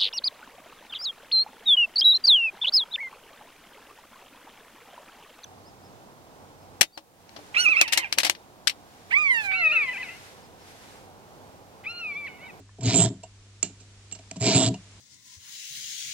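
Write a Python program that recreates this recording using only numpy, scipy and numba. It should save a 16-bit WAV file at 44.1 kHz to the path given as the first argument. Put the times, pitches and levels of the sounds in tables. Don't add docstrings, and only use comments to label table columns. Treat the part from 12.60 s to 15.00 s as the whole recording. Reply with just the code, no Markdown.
import sys
import numpy as np
from scipy import signal
from scipy.fft import rfft, irfft
from scipy.io import wavfile
from scipy.ndimage import uniform_filter1d
from numba import njit

SR = 44100
rng = np.random.default_rng(int(sys.argv[2]) if len(sys.argv) > 2 else 0)


def gain_from_decibels(decibels):
    exponent = np.asarray(decibels, float) / 20
    return 10 ** exponent


def dump(signal):
    limited = np.clip(np.atleast_2d(signal).T, -1, 1)
    pcm = np.round(limited * 32767).astype(np.int16)
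    wavfile.write(sys.argv[1], SR, pcm)


N = 105840
T = np.arange(N) / SR

# t/s, drive of stone rasp level/dB,
# drive of the part's shrill ring level/dB, bench rocking level/dB, drive of bench boom level/dB,
# drive of bench knock level/dB, low stone resonance f/Hz, high stone resonance f/Hz,
# chatter depth level/dB, centre of the shrill ring f/Hz
STROKE_PATHS = [
    [(0.2, -94.5, -101, -40, -54.5, -66, 2460, 4200, 2.3, 7350),
     (0.222, -64, -75, -39.5, -40, -41, 2460, 4240, 2.9, 7040),
     (0.238, -52, -61.5, -24.5, -34, -42, 2380, 4130, 3.5, 7300),
     (0.262, -45, -45, -28.5, -22.5, -46, 2220, 4100, 3.4, 6900),
     (0.276, -42, -50.5, -16.5, -30.5, -35, 2200, 4220, 3.3, 7060),
     (0.308, -41.5, -51.5, -31.5, -40.5, -34.5, 2230, 4100, 4.8, 7150),
     (0.32, -37.5, -55, -51, -25.5, -40, 2220, 4100, 1.5, 7400),
     (0.346, -38, -38.5, -25, -24, -29.5, 2380, 4100, 2.6, 7360),
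     (0.378, -40.5, -30.5, -39.5, -23, -38, 2430, 3680, 1.7, 7500),
     (0.394, -35.5, -34, -41.5, -18, -28, 2480, 3450, 1.8, 7440),
     (0.414, -37.5, -30, -22, -35.5, -26.5, 2860, 3460, 2, 7590),
     (0.458, -35.5, -40.5, -27, -18, -40, 3320, 3430, 3.44, 7460),
     (0.468, -43, -68, -21.5, -42.5, -36, 3030, 3430, 2.1, 7400),
     (0.49, -60.5, -75, -36.5, -34, -50, 3200, 3470, 5, 7470)],
    [(1.808, -56.5, -57, -35, -46, -36.5, 2280, 4420, 5, 7400),
     (1.814, -58, -59.5, -22.5, -32, -37, 2130, 4800, 8, 7260),
     (1.84, -40, -44, -29.5, -24, -31.5, 2270, 4400, 1.5, 7450),
     (1.874, -34, -41.5, -33.5, -20.5, -30, 2370, 4360, 2.04, 7360),
     (1.904, -36, -45.5, -35, -23.5, -29, 2490, 4300, 2.8, 7100),
     (1.922, -33, -45.5, -77, -29.5, -30.5, 2230, 4200, 1.4, 7200),
     (1.956, -36.5, -36, -16, -22, -27, 2470, 4070, 3.8, 7470),
     (1.982, -41, -39.5, -32, -21.5, -30.5, 2840, 3950, 4.4, 7540),
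     (2.008, -37.5, -37, -38.5, -23.5, -25.5, 2700, 3900, 2.2, 7570),
     (2.026, -34.5, -38.5, -37, -23.5, -28.5, 2900, 3560, 1.4, 7400),
     (2.085, -33.5, -41.5, -20, -26.5, -37, 2900, 4000, 1.6, 7620),
     (2.091, -73, -55, -29, -29, -46.5, 2790, 4460, 6.8, 7400)],
]
# stone level/dB, stone ping level/dB,
# part level/dB, bench boom level/dB, bench knock level/dB; last, fading time of the contact t/s
STONE_TAPS = [(0, -62, -80, -62, -46, -56, .004), (.184, -62, -80, -64, -45, -50, .004),
              (.2075, -46, -80, -47, -60, -62, .006), (.231, -44, -80, -38, -60, -60, .004),
              (.632, -49, -46, -47, -64, -45, .008), (1.0277, -16, -27, -10, -34, -38, .0015),
              (1.036, -41, -58, -47, -50, -54, .022), (1.095, -64, -70, -66, -51, -70, .005),
              (1.2, -58, -80, -62, -66, -68, .025), (1.513, -43, -50, -58, -60, -58, .004),
              (1.5215, -46, -44, -36, -60, -58, .008), (1.549, -45, -62, -54, -60, -55, .008),
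              (1.588, -49, -66, -60, -56, -54, .006), (1.7115, -28, -70, -30, -43, -40, .0015),
              (1.758, -48, -64, -60, -43, -43, .008), (1.765, -48, -80, -46, -60, -60, .004),
              (1.799, -47, -80, -39, -50, -50, .004), (2.14, -44, -46, -54, -52, -44, .007)]
# start t/s, length t/s
EDGE_SKIPS = [(.4325, .0045), (.443, .004), (.453, .004), (.462, .004), (2.055, .006), (2.071, .004),
              (2.079, .004)]

# f/Hz, relative level/dB, time to fade by 60 dB t/s
BENCH_BOOM_MODES = [(129.4, -20, 1), (168.1, -4.5, 0.2), (193.5, -5.5, 0.21), (270, -0.5, 0.13),
                    (335, -8, 0.11), (405.7, -4.5, 0.082)]
BENCH_KNOCK_MODES = [(650.9, 1, 0.091), (723.7, -2.5, 0.068), (950.5, -3.5, 0.028)]
STONE_MODES = [(1750, -6, .012), (2300, -5, .015), (3100, -3, .012), (3900, -3, .01), (4400, -4, .01),
               (5500, -3, .012), (6100, -4, .012)]
PART_MODES = [(6940, -10, .01), (7230, -4, .014), (7250, -26, .1), (7350, -22, .11), (7420, 0, .014),
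              (7750, -7, .008)]
STONE_PING_MODES = [(2800, 0, .05), (2940, -2, .04)]
TICK_MODES = [(1060, 3.5, 0.024), (1770, -3, 0.07)]

# f/Hz, level/dB
PORT_LEVELS = [(60, 1), (1500, .5), (4200, -1), (5500, -6), (6800, -14), (8500, -14), (11700, -8)]
# f/Hz, phase/rad
PORT_PHASES = [(100, 0), (1000, -.2), (2800, -.8), (4200, -1.4), (5400, -2.6), (11000, -2.6)]
# f/Hz, rms level/dB
HUM_TONES = [(50, -70), (100, -53), (200, -72), (400, -78)]
# f/Hz, relative level/dB
HISS_COLOUR = [(25, 0), (120, 11), (250, 14), (350, 11), (600, 6), (1200, 4), (7200, 3), (8500, -2),
               (10000, -10), (12000, -12)]

GRIT_PER_S, GRIT_SPREAD_DB = 7500, 2.3
ROCK_HZ, ROCK_JITTER = 120.35, 0.037
CHATTER_HZ, CHATTER_JITTER = 232, .35
ROCK_BITE_DB = 3.5
LIFT_S, BENCH_TAIL_S = .012, .17
ROOM_DB, ROOM_T60_S = -17, .25
BENCH_ECHO_DB, BENCH_ECHO_S = -9, .01
HISS_DB, HISS_RISE_DB_PER_S, RUMBLE_DB = -61, 3.2, -63


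def strokes():
    rows = np.vstack([closed(stroke) for stroke in STROKE_PATHS])
    tracks = [np.interp(T, rows[:, 0], rows[:, k]) for k in range(1, 10)]
    rasp_db, part_db, rock_db, boom_db, knock_db, low_hz, high_hz, depth_db, shrill_hz = tracks
    swing = wobble(ROCK_HZ, ROCK_JITTER, hold=1300)
    contact = grip(depth_db, swing)
    scratch = grit() * contact
    rasp = stone_rasp(scratch * gain_from_decibels(rasp_db), contact * gain_from_decibels(rasp_db), low_hz, high_hz)
    shrill = part_shrill(scratch * gain_from_decibels(part_db), shrill_hz)
    rock = np.sqrt(2) * gain_from_decibels(rock_db) * swing
    boom = ring(grit() * gain_from_decibels(boom_db), BENCH_BOOM_MODES[1:])
    knock = ring(grit() * gain_from_decibels(knock_db), BENCH_KNOCK_MODES)
    return rasp + shrill + rock + boom + knock


def closed(stroke):
    first, last = list(stroke[0]), list(stroke[-1])
    before = [first[0] - LIFT_S, -130, -130] + [-90] * 3 + first[6:]
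    lifted = [last[0] + LIFT_S, -130, -130] + last[3:]
    bench_still = [last[0] + BENCH_TAIL_S, -130, -130] + [-90] * 3 + last[6:]
    return np.vstack([before, stroke, lifted, bench_still])


def grip(depth_db, swing):
    chatter = wobble(CHATTER_HZ, CHATTER_JITTER, hold=200)
    contact = gain_from_decibels(depth_db * (chatter + 1.5) + ROCK_BITE_DB * swing)
    for start, length in EDGE_SKIPS:
        half = length / 2
        contact = contact * (1 - .95 * np.exp(-((T - start - half) / half) ** 4))
    return contact


def grit():
    when, sign, size = rng.random((3, N))
    hits = when < GRIT_PER_S / SR
    clicks = hits * np.sign(sign - .5) * gain_from_decibels(-GRIT_SPREAD_DB * np.log(1 - size))
    return clicks / np.sqrt(np.mean(clicks ** 2))


def stone_rasp(scratch, pressure, low_hz, high_hz):
    moving = 4.08 * svf(scratch, low_hz, 400.) - 4.4 * svf(scratch, high_hz, 900.)
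    broad = gain_from_decibels(2) * svf(grit() * pressure, np.full(N, 2600.), 5000.)
    return moving + broad + .25 * ring(scratch, STONE_MODES)


def part_shrill(scratch, shrill_hz):
    band = svf(svf(scratch, shrill_hz, 740.), shrill_hz, 1210.)
    return .15 * ring(scratch, PART_MODES) + 12.75 * band


def taps():
    drive, noise = np.zeros((5, N)), rng.standard_normal(N)
    for start, *levels_db, contact_s in STONE_TAPS:
        age = np.clip(T - start, 0, 1)
        burst = (1 - np.exp(-age / .0006)) * np.exp(-age / contact_s) * noise
        drive += gain_from_decibels(levels_db)[:, None] * burst
    on_stone, on_ping, on_part, on_boom, on_knock = drive
    stone = 2.2 * svf(on_stone, np.full(N, 3400.), 5000.) + .25 * ring(on_stone, STONE_MODES)
    ping = 1.2 * ring(on_ping, STONE_PING_MODES)
    part = 1.5 * ring(on_part, PART_MODES)
    bench = 4 * ring(on_boom, BENCH_BOOM_MODES) + 2.5 * ring(on_knock, BENCH_KNOCK_MODES)
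    return stone + ping + part + bench


def tick():
    click = np.arange(N) == int(.092 * SR)
    return ring(8 * gain_from_decibels(-49.5) * click, TICK_MODES)


def ports(x):
    hz = np.fft.rfftfreq(N, 1 / SR)
    half = gain_from_decibels(on_log_hz(PORT_LEVELS, hz) / 2) * np.exp(.5j * on_log_hz(PORT_PHASES, hz))
    both = np.abs(half + 1 / half).clip(1.2)
    return irfft(2 * rfft(x) * np.array([half, 1 / half]) / both, N)


def room(x):
    t = T[:SR // 2]
    tail = 0
    for db, t60 in (ROOM_DB, ROOM_T60_S), (BENCH_ECHO_DB, BENCH_ECHO_S):
        fade = gain_from_decibels(-60 * t / t60) * (t > .001)
        tail = tail + gain_from_decibels(db) * rng.standard_normal((2, len(t))) * fade / np.sqrt(np.sum(fade ** 2))
    tail = signal.sosfilt(signal.butter(2, 1500, "high", fs=SR, output="sos"), tail)
    return signal.fftconvolve(x, tail, axes=1)[:, :N]


def workshop():
    hz = np.fft.rfftfreq(N, 1 / SR)
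    mid, side, low = rfft(rng.standard_normal((3, N)))
    spread = np.clip(hz / 2500, .25, 1) * side * np.array([[1], [-1]])
    hiss = irfft(gain_from_decibels(on_log_hz(HISS_COLOUR, hz)) * (mid + spread), N)
    hiss = hiss * gain_from_decibels(HISS_DB + HISS_RISE_DB_PER_S * T) / hiss.std()
    rumble = irfft(low * hz ** 2 / (40 ** 2 + hz ** 2) / (1 + (hz / 65) ** 4), N)
    rumble = rumble * gain_from_decibels(RUMBLE_DB) / rumble.std()
    hum = sum(np.sqrt(2) * gain_from_decibels(db) * np.sin(2 * np.pi * f * T + k) for k, (f, db) in enumerate(HUM_TONES))
    return hiss + rumble + hum


def ring(x, modes):
    t = T[:SR // 3]
    body = 0
    for k, (hz, db, t60) in enumerate(modes):
        body = body + (-1) ** k * gain_from_decibels(db - 60 * t / t60) * np.sin(2 * np.pi * hz * t)
    return signal.fftconvolve(x, body / np.sqrt(np.sum(body ** 2)))[:N]


@njit
def svf(x, hz, width):
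    y, band, low = np.empty(len(x)), 0., 0.
    for i in range(len(x)):
        g, k = np.tan(np.pi * hz[i] / SR), width / hz[i]
        v = (band + g * (x[i] - low)) / (1 + g * (g + k))
        band, low, y[i] = 2 * v - band, low + 2 * g * v, k * v
    return y


def wobble(hz, jitter, hold):
    steps = np.repeat(rng.standard_normal(N // hold + 1), hold)
    wander = uniform_filter1d(steps, size=hold)[:N]
    return np.sin(2 * np.pi * np.cumsum(hz * np.exp(jitter * wander)) / SR)


def on_log_hz(table, hz):
    a = np.array(table, float)
    return np.interp(np.log(hz + 1), np.log(a[:, 0] + 1), a[:, 1])


def scene():
    treble_cut = signal.butter(8, 8300, fs=SR, output="sos")
    bass_cut = signal.butter(4, 85, "high", fs=SR, output="sos")
    contacts = strokes() + taps() + tick()
    near = ports(signal.sosfilt(np.vstack([treble_cut, bass_cut]), contacts))
    return near + room(near + .4 * near[::-1]) + workshop()


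def low_pass(x):
    return signal.sosfilt(signal.butter(12, 12300, fs=SR, output="sos"), x)


def record(dry):
    rounded = np.tanh(1.1 * dry) / 1.1
    top_cut = signal.ellip(8, .2, 60, 11100, fs=SR, output="sos")
    mix = signal.sosfilt(top_cut, rounded)
    return low_pass(mix)


dry = scene()
out = record(dry)
dump(out)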